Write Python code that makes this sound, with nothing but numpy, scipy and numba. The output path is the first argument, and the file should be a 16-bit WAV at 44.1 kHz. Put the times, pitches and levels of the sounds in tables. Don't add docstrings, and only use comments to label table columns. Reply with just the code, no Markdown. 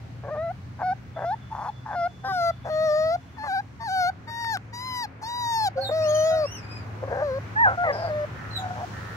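import sys
import numpy as np
from scipy import signal
from scipy.io import wavfile
from scipy.ndimage import uniform_filter1d, minimum_filter1d
from numba import njit

SR = 44100
rng = np.random.default_rng(int(sys.argv[2]) if len(sys.argv) > 2 else 0)


def generate_wav(sig):
    pcm = np.round(np.clip(np.atleast_2d(sig).T, -1, 1) * 32767).astype(np.int16)
    wavfile.write(sys.argv[1], SR, pcm)


N = 403956

# start in seconds, growing time in seconds, sinking time in seconds,
# top level in dB, drop at the start in dB, drop at the end in dB, creak after the start in seconds,
# overtones against the fundamental in dB, mouth opening in dB, treble against the voice in dB.
CRIES = [ (0.239, .205, .072, -31, 5, 1.5, 0.066, -6.5, -7.5, -35),
         (0.794, 0.11, 0.028, -26, 7, 2.5, 0.035, -4.5, -5.5, -29.5),
         (1.166, 0.15, 0.028, -28.5, 6.5, 0.47, 0.084, -11, -2, -28),
         (1.51, 0.17, 0.02, -30, 8, 1.5, .175, -9, -14, -23),
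         (1.86, 0.2, 0.014, -26, 11.5, 1.7, 0.095, -8, 2, -26.5),
         (2.244, 0.25, .014, -24, 10, 1.07, 0.003, -9.5, 8.5, -19.5),
         (2.65, 0.19, 0.32, -24.5, 10, 1, 0.047, -8.5, -4, -22),
         (3.374, 0.2, .032, -27, 15, 4, 0.0081, 3.5, -4.5, -19.5),
         (3.804, 0.21, 0.086, -24.5, 16, 1.5, 0, -0.5, -2, -16),
         (4.277, 0.273, 0.015, -29.5, 12, 2, 0, 2, 2.5, -10),
         (4.733, 0.307, .016, -33, 9, 2, 0, 6, -9, -5.5),
         (5.218, .46, .008, -26, 13, 0.5, 0.017, -1, -10, -9),
         (5.764, .018, 0.1, -26, 8, 22, 0, -28, 4.5, -26),
         (5.894, .003, 0.0038, -29, 0, 2, 0.058, -14.5, -6, -33),
         (5.914, 0.4, 0.145, -23, 4, 5, 0, -5, -19.5, -21),
         (7.028, .014, .022, -34, 1.5, 5, .045, -10, -10, -28),
         (7.081, .099, .206, -29, 4, 2.5, 0.15, -14.5, 1.5, -28),
         (7.565, 0.092, .1, -17, 9, 20, 0, 0.5, 12, -47),
         (7.78, 0.122, .012, -22.5, 5.5, 2, 0, -11, 11, -44),
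         (7.925, .021, 0.16, -31, 0.46, 2.5, .17, -14, 1, -24),
         (8.105, 0.024, .12, -31.5, 0, -0.5, 0.0044, -20.5, 12.5, -30),
         (8.585, 0.057, .1, -34.5, 3.1, 4, .003, -8, 0, -40),
         (8.755, 0.073, 0.019, -33.5, 3.5, -1.5, 0.072, -11, -6, -37), ]
TOP_HZ = 15720


def undb(db):
    return 10 ** (np.asarray(db) / 20)


def unit(x):
    return x / np.sqrt(np.mean(x ** 2))


def tint(table, hz):
    f, db = np.transpose(table)
    return np.interp(np.log(hz), np.log(f), db)


def curves(tables, rise=0.013, fall=0.0066):
    t = np.arange(N) / SR
    rows = np.concatenate(tables).T
    gate = 0
    for table in tables:
        before = (t - table[0][0]) / rise
        after = (table[-1][0] - t) / fall
        gate = gate + np.clip(1 + np.minimum(before, after), 0, 1) ** 2
    return [np.interp(t, rows[0], column) for column in rows[1:]] + [np.minimum(gate, 1)]


def calls(rows):
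    t, rows = np.arange(N) / SR, np.array(rows)
    ends = rows[:, :3].sum(axis=1)
    now = np.searchsorted((rows[1:, 0] + ends[:-1]) / 2, t)
    start, grows, sinks, top_db, swell_db, sink_db, *held = rows[now].T
    age = t - start
    swell = swell_db * np.clip(1 - age / grows, 0, 1) ** 1.4
    sink = sink_db * np.clip((age - grows) / sinks, 0, 1)
    *_, gate = curves([[(a, 0), (b, 0)] for a, b in zip(rows[:, 0], ends)])
    held = [uniform_filter1d(column, size=200) for column in (top_db, *held)]
    return uniform_filter1d(top_db - swell - sink, size=200), gate, age, held


def walk(rate):
    k = int(SR / rate)
    steps = np.repeat(rng.standard_normal(N // k + 1), k)
    return unit(uniform_filter1d(uniform_filter1d(steps, k), k)[:N])


@njit
def svf(x, hz, width):
    y, b, l = np.empty(len(x)), 0., 0.
    for i in range(len(x)):
        g, k = np.tan(np.pi * hz[i] / SR), width / hz[i]
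        v = (b + g * (x[i] - l)) / (1 + g * (g + k))
        b, l, y[i] = 2 * v - b, l + 2 * g * v, k * v
    return y


def band(x, hz, width):
    return svf(x, hz + np.zeros(N), float(width))


def steep(x, hz, width):
    return unit(band(band(band(x, hz, width), hz, width), hz, width))


def pulses(hz, scatter, scatter_db):
    cycle = np.floor(np.cumsum(hz * np.exp(scatter * walk(300))) / SR)
    return np.diff(cycle, prepend=0) * undb(scatter_db * rng.standard_normal(N))


def late(x, s):
    return np.interp(np.arange(N) - s * SR, np.arange(N), x)


def field():
    # frequency in Hz, relative level in dB per Hz.
    spectrum = [(45, -24.5), (80, -0.5), (200, -11), (400, -26), (1700, -27.5), (2500, -36), (6500, -44),
                (7600, -55), (15000, -56.5)]
    # time in seconds, rumble in dB, mid hiss in dB, treble in dB.
    swell = [(0, -42, -52, -63), (3.3, -45, -54, -63.5), (5.5, -47, -49.5, -70.5), (6.7, -41, -44, -61.5),
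             (9.16, -39.5, -42, -52)]
    groups = np.zeros((3, 2, N))
    for hz in 32 * 2 ** np.arange(0, 9.5, 1 / 2):
        alike = np.clip(1.05 - hz / 800, 0, .97)
        mid, side = (np.sqrt(hz) * steep(rng.standard_normal(N), hz, 0.66 * hz) for _ in range(2))
        pair = np.sqrt(1 + alike) * mid + np.sqrt(1 - alike) * side * np.array([[1], [-1]])
        groups[int(hz > 350) + int(hz > 2600)] += pair * undb(tint(spectrum, hz) + 1.2 * walk(5))
    *levels, _ = curves([swell])
    return sum(unit(group) * undb(level_db) for group, level_db in zip(groups, levels))


def hums():
    # time in seconds, frequency in Hz, level in dB before panning.
    drones = [
        [(0, 117.7, -44.5), (3.2, 127.9, -47.5)],
        [(3.6, 109.2, -50), (6.5, 108, -42.5), (9.16, 108.2, -40)],
    ]
    hz, db, gate = curves(drones)
    phase = 2 * np.pi * np.cumsum(hz * (1 + .006 * walk(8))) / SR
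    drone = np.sin(phase) * undb(db + 1.8 * walk(6))
    whine = undb(-59.5) * unit(band(rng.standard_normal(N), 266.9, 6.0))
    return np.sqrt(2) * gate * drone + whine


def puppy():
    # time in seconds, frequency in Hz.
    pitch = [(0.3, 558), (0.324, 629), (0.36, 589), (0.444, 681), (0.492, 660), (0.516, 762),
             (0.794, 780.6), (0.842, 719), (0.87, 758), (0.902, 724), (0.93, 787), (1.23, 638), (1.3, 726),
             (1.332, 883.3), (1.688, 856.6), (1.864, 911), (1.95, 721), (2.04, 675.6), (2.076, 722),
             (2.292, 784), (2.42, 682.7), (2.74, 618), (2.848, 639.7), (2.9, 600), (3.092, 648),
             (3.374, 929), (3.4, 839), (3.45, 890), (3.514, 744), (3.542, 811), (3.57, 747), (3.602, 825),
             (3.856, 916), (3.896, 731), (3.936, 775), (4.06, 698), (4.084, 746), (4.284, 922.5),
             (4.412, 941), (4.528, 895), (4.58, 660), (4.74, 959), (4.872, 1025), (5.025, 960), (5.07, 740),
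             (5.234, 858.7), (5.29, 953), (5.414, 972.4), (5.642, 861), (5.7, 700), (5.766, 533.4),
             (5.88, 545), (5.915, 616), (5.95, 644.6), (6.09, 605.2), (6.342, 647), (6.426, 609),
             (6.465, 540), (7.09, 539), (7.25, 597.5), (7.314, 509.6), (7.382, 550.6), (7.566, 852.3),
             (7.625, 957), (7.665, 773.6), (7.7, 681), (7.842, 719.6), (7.906, 557.5), (8.022, 685.4),
             (8.114, 609), (8.242, 597), (8.585, 747.3), (8.825, 718)]
    # frequency in Hz, relative level in dB.
    nose = [(1000, -6), (1900, -12), (2300, -31), (2900, -32), (4100, -19.5), (5500, -27.5), (6600, -37.5),
            (8700, -53.5), (12000, -48), (14500, -65.5)]
    # from and to in seconds, share added to the creak (0-1),
    # mouth resonance in Hz.
    voice_breaks = [(0.345, 0.374, 0.48, 1560), (3.435, 3.478, .35, 1560), (7.662, 7.761, .7, 1450),
                    (7.84, 7.915, .3, 2000), (8.6, 8.74, .4, 1560)]
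    # from and to in seconds, cycles per beat.
    skips = [(2.24, 2.282, 3), (2.282, 2.32, 2), (3.432, 3.478, 3), (3.804, 3.836, 4), (4.276, 4.302, 3)]
    hz, _ = curves([pitch])
    db, gate, age, (top_db, creak_s, over_db, mouth_db, bright_db) = calls(CRIES)
    t = np.arange(N) / SR

    creak = .85 * (age > -creak_s) * (age < creak_s)
    ring_hz = 1620
    for start, end, share, break_hz in voice_breaks:
        during = (t >= start) & (t < end)
        creak = creak + share * during
        ring_hz = ring_hz + (break_hz - 1620) * during
    creak = np.clip(uniform_filter1d(creak, 400), 0, 1)

    hz = uniform_filter1d(hz, 700)
    jitter = 0.00461 * walk(35) + 0.0309 * creak * walk(150)
    phase = 2 * np.pi * np.cumsum(hz * (1 + jitter)) / SR
    on = gate > 0
    tone, power = np.zeros((2, N)), np.zeros((2, N)) + 1e-12
    for k in range(1, 26):
        f = k * hz[on]
        mouth = np.exp(-(np.log(f / 1550) / .25) ** 2)
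        overtone_db = tint(nose, f) + mouth * mouth_db[on] + (k > 1) * over_db[on]
        a = undb(overtone_db) * (f < TOP_HZ)
        high = np.clip((f - 2300) / 600, 0, 1)
        a *= undb(3.5 * high * walk(22)[on])
        for row, share, counted in ((0, 1 - high, 0.47), (1, high, f < 7500)):
            tone[row, on] += a * share * np.sin(k * phase[on])
            power[row, on] += (a * share) ** 2 / 2 * counted
    tone /= np.sqrt(power)

    skip = 0
    for start, end, cycles in skips:
        during = uniform_filter1d(1. * (t >= start) * (t < end), size=300)
        skip = skip + during * np.cos(phase / cycles)
    tone[0] += .75 * band(skip * tone[0], 1050, 1100)

    # 170.2 Hz at -33 dB, an octave up per 6 dB
    effort_octaves = np.clip((db + 33) / 6, -1, .6)
    beats = pulses(170.2 * 2 ** effort_octaves, .1, 2.5)
    low = steep(beats, 1.05 * hz, 520)
    low += undb(-9.5 + 0.54 * mouth_db) * steep(beats, ring_hz, 300)

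    air = rng.standard_normal(N) * (1 + np.cos(phase))
    mid_air, top_air = (steep(air, f, 4200) for f in (5300, 11600))
    clean = np.sqrt(1 - creak)
    waver = undb(5 * np.sqrt(creak) * walk(110))
    voice = clean * waver * tone[0] + np.sqrt(creak) * low
    treble = clean ** 2 * tone[1] + (0.097 + 0.26 * np.sqrt(creak)) * mid_air + undb(-24.5) * top_air

    fade = int(.012 * SR)
    opens = uniform_filter1d(minimum_filter1d(gate, fade), fade)
    treble_db = top_db + .7 * (db - top_db) + bright_db
    return gate * undb(db) * voice + opens * undb(treble_db) * treble


def two_ports(x):
    # time in seconds, lag of the right in microseconds,
    # left minus right in dB apart from the shading.
    head = [(2.0, 55, 2.5), (2.6, 160, 3), (7.4, 160, 2.8), (7.55, 305, -2.5), (7.79, 215, 2.5)]
    lag_us, pan_db, _ = curves([head])
    bright_db = calls(CRIES)[-1][-1]
    shade_db = np.clip(2 * (bright_db + 25.5), -4, 11)
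    highest = signal.sosfilt(signal.butter(4, 9000, "high", fs=SR, output="sos"), x)
    rest = signal.sosfilt(signal.butter(4, 9000, fs=SR, output="sos"), x)
    left = rest + highest * undb(shade_db / 2)
    facing_front = lag_us < 200
    shaded = rest - .55 * facing_front * band(rest, 1880, 700)
    right = late(shaded, lag_us * 1e-6) + highest * undb(-shade_db / 2)
    return np.array([left * undb(pan_db / 2), right * undb(-pan_db / 2)])


def insect():
    # time in seconds, level in dB before panning.
    song = [(1.15, -63.5), (2.9, -63.5), (3.5, -74)]
    db, gate = curves([song])
    return gate * undb(db) * steep(rng.standard_normal(N), 3465, 46)


def ticks():
    # start in seconds, level at the onset in dB before the two ports.
    onsets = [(4.446, -30), (4.571, -28)]
    t = np.arange(N) / SR
    shape = sum(undb(db) * (t >= s) * np.exp(-np.abs(t - s) / 0.0029) for s, db in onsets)
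    return shape * steep(rng.standard_normal(N), 1440, 2560)


def other_puppy():
    # time in seconds, frequency in Hz,
    # level of the fundamental in dB before wavering and panning, left minus right in dB.
    cries = [
        [(5.782, 710, -27, -7), (5.805, 795, -36.5, -12), (5.885, 790, -41, -5)],
        [(6.31, 734, -32, 7), (6.44, 690, -48, 8)],
    ]
    hz, db, pan_db, gate = curves(cries)
    phase = 2 * np.pi * np.cumsum(hz * (1 + .025 * walk(90))) / SR
    wave = np.sin(phase) + undb(-11) * np.sin(2 * phase)
    tone = np.sqrt(2) * gate * undb(db + 3.9 * walk(90)) * wave
    return tone * undb(np.array([pan_db, -pan_db]) / 2)


def whistles():
    # start in seconds, growing time in seconds, sinking time in seconds,
    # top level in dB before the beak and flutter, drop at the start in dB, drop at the end in dB.
    songs = [(5.815, 0.037, 0.077, -39, 7, 17), (6.02, 0.18, 0.15, -41, 8, 13),
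             (6.44, 0.12, 0.044, -49, 4, 8), (6.63, 0.14, 0.12, -56, 2, 37),
             (8.51, 0.065, 0.031, -46, 9, 5)]
    # time in seconds, frequency in Hz.
    pitch = [(5.835, 4376), (5.85, 3753), (5.92, 3625), (6.02, 2434), (6.08, 3210), (6.2, 3050),
             (6.28, 3370), (6.43, 2490), (6.535, 3040), (6.6, 2420), (6.76, 2492), (6.82, 2310),
             (8.51, 4100), (8.567, 3970), (8.6, 3260)]
    # frequency in Hz, gain in dB.
    beak = [(2400, 0.5), (3200, -13.5), (4000, 5), (6500, -6), (8000, -22), (15500, -26)]
    hz, _ = curves([pitch])
    db, gate, *_ = calls(songs)
    phase = 2 * np.pi * np.cumsum(uniform_filter1d(hz, 600) * (1 + 0.012 * walk(200))) / SR
    tone = sum(undb(tint(beak, k * hz)) * np.sin(k * phase) for k in range(1, 5))
    return np.sqrt(2) * gate * tone * undb(db + 3. * walk(70))


def squeak():
    # time in seconds, centre frequency in Hz, level in dB before the echo.
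    glide = [(7.93, 5060, -50.5), (8.07, 4648, -53.5)]
    hz, db, gate = curves([glide])
    return gate * undb(db) * steep(rng.standard_normal(N), hz, 730)


def crow():
    # from and to in seconds, pulse rate at the start and at the end in Hz,
    # level in dB before the echo and the left cut.
    caws = [(8.36, 8.577, 103.2, 96, -45), (8.937, 9.203, 97.1, 86, -43)]
    # frequency in Hz, width in Hz, relative level in dB.
    throat = [(1366, 370, 16.5), (1700, 500, 15.5)]
    tables = [[(start, hz0, db), (end, hz1, db)] for start, end, hz0, hz1, db in caws]
    hz, db, gate = curves(tables, rise=0.02, fall=0.055)
    beats = pulses(hz, .003, 1.5)
    voice = unit(sum(undb(d) * steep(beats, f, width) for f, width, d in throat))
    return gate * undb(db) * voice


def echo(x, t60=0.14):
    t = np.arange(SR // 2) / SR
    tail = rng.standard_normal((2, SR // 2)) * np.exp(-np.log(1000) * t / t60)
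    tail /= np.sqrt(np.sum(tail ** 2, axis=1))[:, None]
    return signal.fftconvolve(x[None], tail, axes=1)[:, :N]


def scene():
    pup, bird, caw = puppy(), whistles() + squeak(), crow()
    far = np.array([bird + caw * undb(-7.5), late(bird, 90e-6) + caw])
    wet = echo(undb(-19) * pup + undb(5) * bird + caw)
    background = hums() * undb([[1.5], [0]]) + insect() * undb([[-2.], [2.1]])
    return two_ports(pup + ticks()) + other_puppy() + far + wet + background + field()


def record(dry):
    dry = signal.sosfilt(signal.butter(3, 48, "high", fs=SR, output="sos"), dry)
    return signal.sosfilt(signal.ellip(10, .5, 80, TOP_HZ, fs=SR, output="sos"), dry)


dry = scene()
out = record(dry)
generate_wav(out)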